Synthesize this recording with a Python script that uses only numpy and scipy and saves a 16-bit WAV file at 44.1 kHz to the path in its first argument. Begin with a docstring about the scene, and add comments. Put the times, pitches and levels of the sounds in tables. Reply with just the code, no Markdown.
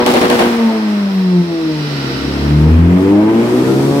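"""The exhaust of a tuned four-cylinder car running on rollers in a hard-walled workshop.
It bangs five times on cut ignition, sinks off the throttle with a hollow drone, then pulls up again,
booming and raspy. Pipe and room lift each order of the firing note in turn as the speed sweeps.
Gas leaves the tailpipes in puffs; behind it the engine bay hisses and the running gear whistles."""
import sys
import numpy as np
from scipy.fft import rfft, irfft, next_fast_len
from scipy.io import wavfile
from scipy.ndimage import uniform_filter1d, minimum_filter1d, map_coordinates

SR = 44100
rng = np.random.default_rng(int(sys.argv[2]) if len(sys.argv) > 2 else 0)


def log_audio(samples):
    """Write samples as a 16-bit WAV file to the path given in sys.argv[1]."""
    # one column per channel
    frames = np.atleast_2d(samples).T
    # limit to full scale, then quantise
    limited = np.clip(frames, -1, 1)
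    pcm = np.round(limited * 32767).astype(np.int16)
    wavfile.write(sys.argv[1], SR, pcm)


N = 176400
TIME_S = np.arange(N) / SR


def amp(db):
    """Decibels to gain."""
    return 10 ** (np.asarray(db) / 20)


def unit_rms(x):
    """Scale to rms 1."""
    return x / np.sqrt(np.mean(x ** 2) + 1e-20)


def at_hz(rows, hz):
    """Interpolate (Hz, value) rows on a log axis."""
    row_hz, values = np.transpose(rows)
    return np.interp(np.log(hz + 1), np.log(row_hz + 1), values)


def curve(rows):
    """Interpolate (seconds, value) rows at every sample."""
    return np.interp(TIME_S, *np.transpose(rows))


def wobble(knots_per_s):
    """Smooth random curve."""
    return map_coordinates(rng.standard_normal(4096), [TIME_S * knots_per_s], mode="wrap")


def filtered(x, response):
    """Apply a gain given as a function of Hz."""
    size = next_fast_len(N + SR // 4)
    return irfft(rfft(x, size) * response(np.fft.rfftfreq(size, 1 / SR)), size)[..., :N]


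# Each row: frequency in Hz, left-right correlation.
ROOM_CORRELATION = [(60, .99), (250, 0.86), (500, 0.43), (1000, -0.1), (2000, -0.21), (6000, 0)]

def room_noise(spectrum, ripple_db=0, ripple_hz=28):
    """Stereo noise of rms 1, diffuse in the treble; ripple adds small resonances of car and room."""
    heights = rng.standard_normal(SR // ripple_hz)

    def response(hz):
        angle = np.arccos(np.clip(at_hz(ROOM_CORRELATION, hz), -1, 1)) / 2
        ripple = np.interp(hz / ripple_hz, np.arange(len(heights)), heights)
        low_cut = np.minimum(hz / spectrum[0][0], 1) ** 2
        return amp(at_hz(spectrum, hz) + ripple_db * ripple) * low_cut * [np.cos(angle), np.sin(angle)]
    mid, side = filtered(rng.standard_normal((2, N)), response)
    return unit_rms(np.array([mid + side, mid - side]))


def partial(phase, spread, flutter, flutter_hz):
    """One stereo tone: a steady part plus fluttering reflections."""
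    knots = rng.standard_normal((4, 1024))
    drift = [np.interp(TIME_S * flutter_hz, np.arange(1024), row) for row in knots]
    wave = np.exp(1j * phase)
    mid = (wave * (1 + flutter * (drift[0] + 1j * drift[1]))).real / np.sqrt(1 + flutter ** 2)
    side = spread * (wave * (1j + flutter * (drift[2] + 1j * drift[3]))).real
    return np.array([mid + side, mid - side])


# Each row: time in seconds, firing rate in Hz.
FIRING_HZ = [(0.0, 122.2), (0.44, 119.4), (0.62, 114.4), (1.22, 93.48), (1.62, 80.57), (2.02, 68.83),
             (2.12, 66.5), (2.42, 71), (2.62, 76.02), (2.82, 84.1), (3.02, 94.64), (3.32, 111.3),
             (3.72, 132.6), (3.92, 140.4), (4.0, 142.1)]

def firing_phase():
    """Phase in radians, one turn per firing."""
    return 2 * np.pi * np.cumsum(curve(FIRING_HZ)) / SR


def puffs(depth):
    """Gain of gas leaving in one puff per firing."""
    return unit_rms(np.exp(depth * np.cos(firing_phase())))


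# Each row: centre in seconds, half length in seconds, pitch in Hz, level in dB.
GEAR_WHISTLES = [(2.08, .27, 1375, -38), (2.08, .25, 1485, -42), (2.07, .38, 4700, -41.5),
                 (2.05, .35, 2960, -41), (1.17, .07, 13080, -53)]

def whistles():
    """Thin, unsteady whistles from the running gear swell and fade."""
    out = np.zeros((2, N))
    for centre_s, half_s, hz, db in GEAR_WHISTLES:
        swell = amp(db) * np.exp(-((TIME_S - centre_s) / half_s) ** 4)
        out += swell * partial(2 * np.pi * hz * TIME_S, spread=.45, flutter=1, flutter_hz=min(hz / 28, 100))
    return out


# Each row: time in seconds, level in dB.
HISS_DB = [(0, -26), (.7, -31.5), (1.1, -32.5), (1.45, -33), (1.9, -27.5), (2.12, -25.5), (2.5, -31),
           (2.85, -42), (4, -36)]
AIR_DB = [(0, -38), (.5, -36.5), (.75, -41), (1.45, -45.5), (2, -41), (2.6, -40), (2.85, -43.5),
          (3.05, -39), (3.22, -44), (3.5, -34), (4, -32.5)]
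# Each row: frequency in Hz, relative density in dB.
HISS_SPECTRUM = [(500, -21.5), (1400, 0), (2300, -5), (3000, -3.5), (3400, -5), (4700, -3.5), (5550, -5.5),
                 (6100, -21), (9000, -33)]
AIR_SPECTRUM = [(1000, -32), (3500, 1.5), (6200, -3.5), (7000, -6), (8000, -4.5), (9500, -8.5), (12500, -8),
                (16000, -23)]

def engine_bay():
    """Hiss coloured by the bay's resonant metal, to the right, and a high rush of air."""
    pan = amp([[-1.97], [1.97]])
    hiss = amp(curve(HISS_DB)) * room_noise(HISS_SPECTRUM, ripple_db=2.6, ripple_hz=55)
    air = amp(curve(AIR_DB) + .49 * wobble(24.83)) * room_noise(AIR_SPECTRUM, ripple_db=1.5)
    return hiss * pan + air * puffs(depth=.054)


# Each row: time in seconds, relative level in dB.
RUMBLE_DB = [(0, -15), (.4, -16.5), (.6, -30), (1.1, -34.5), (1.8, -29.5), (2.2, -26), (2.7, -24),
             (3.2, -20), (4, -17)]
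RASP_DB = [(0, -23), (.4, -20), (.6, -27.5), (.76, -29.5), (1.45, -39.5), (2.1, -36), (2.5, -31),
           (2.9, -30.5), (3.2, -31.5), (3.35, -28.5), (4, -32)]
# Each row: frequency in Hz, relative density in dB.
RUMBLE_SPECTRUM = [(20, -57), (70, -13), (130, -12), (220, -0.5), (330, -1.5), (480, -7.5), (620, -30.5),
                   (1000, -29), (2500, -63)]
RASP_SPECTRUM = [(250, -4), (550, -1), (900, -1), (1300, -4.5), (2000, -8), (3200, -14.5), (5000, -39),
                 (8000, -42), (16000, -38.5)]

def tailpipe_gas():
    """Turbulent gas pulses out as rumble and rasp; a low shudder follows the firing note's level."""
    rumble = amp(curve(RUMBLE_DB)) * room_noise(RUMBLE_SPECTRUM)
    shudder = amp(curve(ORDER_1_DB) - 37) * room_noise([(30, 6), (110, -7), (300, -67)])
    rasp = amp(curve(RASP_DB) + 4.5 + .68 * wobble(35)) * room_noise(RASP_SPECTRUM, ripple_db=2)
    return rumble * puffs(depth=.16) + shudder + rasp * puffs(depth=.21)


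# Each row: start in seconds, relative blast level in dB, crack level in dB.
BANGS = [(0.062, -12.5, -10.5), (.138, -12.5, -18), (0.213, -13, -21), (0.3, -12, -13),
         (0.388, -13.5, -17.5)]
# Each row: frequency in Hz, relative density in dB.
BLAST_SPECTRUM = [(55, -9), (135, -12), (240, 11), (400, 8.5), (800, 12.5), (1300, -0.5), (2200, -2.5),
                  (4200, -6.5), (6500, -17.5), (12000, -20), (16000, -49)]
BLAST_ATTACK_S, BLAST_T60_S = .004, .27
CRACK_T60_S, ECHO_T60_S, ECHO_DB = .012, .9, -11

def bangs():
    """Fuel burns unevenly in the exhaust: a sharp crack and a blast that rings on in the workshop."""
    blast_power, crack_power = np.zeros((2, N))
    for start_s, blast_db, crack_db in BANGS:
        age_s = np.maximum(TIME_S - start_s, 0)
        attack = 1 - np.exp(-age_s / BLAST_ATTACK_S)
        blast_power += (attack * amp(blast_db - 60 * age_s / BLAST_T60_S)) ** 2
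        direct = amp(crack_db - 60 * age_s / CRACK_T60_S)
        echo = amp(crack_db + ECHO_DB - 60 * age_s / ECHO_T60_S)
        crack_power += (age_s > 0) * (direct + echo) ** 2
    crack_noise = room_noise([(500, -23), (3000, 3.5), (8000, -8.5), (13000, -11), (16000, -12)])
    blast = amp(8) * np.sqrt(blast_power) * room_noise(BLAST_SPECTRUM)
    crackle = amp(1.8 * wobble(400))
    return (blast + np.sqrt(crack_power) * crack_noise) * crackle


def ignition_cuts(lead_s=.014, width_s=.012, surge_s=.02):
    """Exhaust gain on cut ignition: a dip before each bang, a surge after it."""
    age_s = TIME_S - np.array(BANGS)[:, :1]
    dip_db = -7 * np.exp(-((age_s + lead_s) / width_s) ** 2)
    surge_db = 2.5 * np.exp(-((age_s - surge_s) / surge_s) ** 2)
    return amp((dip_db + surge_db).sum(axis=0))


# Orders 1-4 of the firing rate. Each row: time in seconds, peak level in dB.
ORDER_1_DB = [(0, -47.5), (1.5, -45), (1.85, -46), (2.48, -14.5), (2.76, -5), (2.88, -8), (2.98, -18.5),
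              (3.5, -25.5), (3.8, -14), (4, -15.5)]
ORDER_2_DB = [(0, -14), (.47, -15.5), (.58, -10), (.68, -5.5), (.72, -13), (.81, -13), (.89, -9),
              (1.13, -12), (1.17, -8), (1.22, -10), (1.41, -5.5), (1.46, -18.5), (1.5, -17.5), (1.6, -33),
              (1.66, -22), (1.83, -17), (2.15, -20.5), (2.21, -32), (2.27, -20), (2.4, -24), (2.53, -8),
              (2.67, -4.5), (2.76, -28), (2.8, -8), (2.96, -5.5), (3.04, -20), (3.16, -10), (3.32, -14),
              (3.4, -8), (3.52, -29), (3.56, -8.5), (3.72, -19.5), (4, -11.5)]
ORDER_3_DB = [(0, -16), (.44, -13.5), (.62, -31.5), (.88, -21), (1.1, -48), (1.8, -43), (2.52, -17),
              (2.84, -11.5), (3.04, -11.5), (3.12, -6), (3.32, -8.5), (3.4, -15), (4, -19.5)]
ORDER_4_DB = [(0.0, -17), (0.44, -14.5), (0.52, -24.5), (0.6, -16), (0.681, -27), (0.76, -16),
              (0.84, -31.5), (1.16, -31), (1.36, -14.5), (1.48, -20), (1.52, -14), (1.68, -11.5),
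              (1.88, -27), (2.68, -17), (2.76, -26.5), (3.08, -11), (3.2, -23), (3.4, -20), (3.76, -31.5),
              (3.99, -20.5)]
# Orders 5-14 and half orders 1.5-10.5. Each row: time in seconds, relative level in dB.
UPPER_ORDERS_DB = [(0, -13), (.52, -27.5), (.7, -16.5), (.9, -30), (1.2, -30), (1.7, -30.5), (2.5, -39),
                   (2.68, -28.5), (2.8, -46), (3, -26), (3.22, -18.5), (3.7, -33), (4, -18)]
HALF_ORDERS_DB = [(0.0, -38), (1.8, -65), (2.28, -26.5), (2.6, -30.5), (2.74, -26.5), (3.25, -33),
                  (3.68, -15), (3.99, -24)]
# Each row: frequency in Hz, gain in dB.
PIPE_RESPONSE = [(340, 5.5), (395, 0), (470, 3), (550, -9), (650, -3), (740, -11.5), (900, -8),
                 (1120, -15.5), (1350, -29), (2200, -32)]
HALF_ORDER_RESPONSE = [(90, -18), (190, -10), (250, 3), (335, 5.5), (440, -5), (600, -12.5), (1100, -20)]
LIFT_S, PULL_S, PEDAL_TRAVEL_S = .45, 1.98, .1808
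COAST_ODD_DB, LOAD_TILT_DB_PER_OCT = -8.5, -.5

def exhaust_note():
    """Firing pulses in the pipe, summed as orders: clean when coasting, rough under load."""
    firing_hz = curve(FIRING_HZ)
    lifted = np.clip((TIME_S - LIFT_S) / PEDAL_TRAVEL_S, 0, 1)
    coasting = lifted * np.clip((PULL_S - TIME_S) / PEDAL_TRAVEL_S, 0, 1)
    load = 1 - coasting
    firing_rad = firing_phase() + .015 * load * wobble(55)
    out = np.zeros((2, N))
    for k, levels in enumerate([ORDER_1_DB, ORDER_2_DB, ORDER_3_DB, ORDER_4_DB], 1):
        gain = amp(curve(levels) + .9 * wobble(16))
        pipe_dispersion_rad = 1.5 * (k * firing_hz / 300) ** 4
        room_drift_rad = .45 * load * wobble(6)
        phase = k * firing_rad - np.pi / 2 - pipe_dispersion_rad + room_drift_rad
        out += gain * partial(phase, spread=.024 * k ** 1.67, flutter=.05 + .025 * k * load, flutter_hz=35)
    for k in range(5, 15):
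        throttle_db = coasting * COAST_ODD_DB * (k % 2) + load * LOAD_TILT_DB_PER_OCT * np.log2(k / 6)
        gain = amp(curve(UPPER_ORDERS_DB) + at_hz(PIPE_RESPONSE, k * firing_hz) + throttle_db)
        phase = k * firing_rad + rng.uniform(0, 2 * np.pi)
        out += gain * partial(phase, spread=.26, flutter=.9, flutter_hz=14 + k * (2 + load))
    for k in np.arange(1.5, 11):  # from unequal cylinders
        gain = amp(curve(HALF_ORDERS_DB) + at_hz(HALF_ORDER_RESPONSE, k * firing_hz))
        phase = k * firing_rad + rng.uniform(0, 2 * np.pi)
        out += gain * partial(phase, spread=.22, flutter=.6, flutter_hz=10 + 3 * k)
    return out * 1


def scene():
    """The car, a little to the left."""
    exhaust = (exhaust_note() + tailpipe_gas()) * ignition_cuts()
    return (exhaust + engine_bay() + bangs() + whistles()) * amp([[.45], [-.45]])


CEILING, LIMIT_HOLD_S, TOP_HZ = .97, .004, 15900

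def record(dry):
    """Peak limiter, then a band limit."""
    hold = int(LIMIT_HOLD_S * SR)
    needed_gain = CEILING / np.maximum(np.abs(dry).max(axis=0), CEILING)
    limited = dry * uniform_filter1d(minimum_filter1d(needed_gain, hold), hold)
    return filtered(limited, lambda hz: hz < TOP_HZ)


dry = scene()
out = record(dry)
log_audio(out)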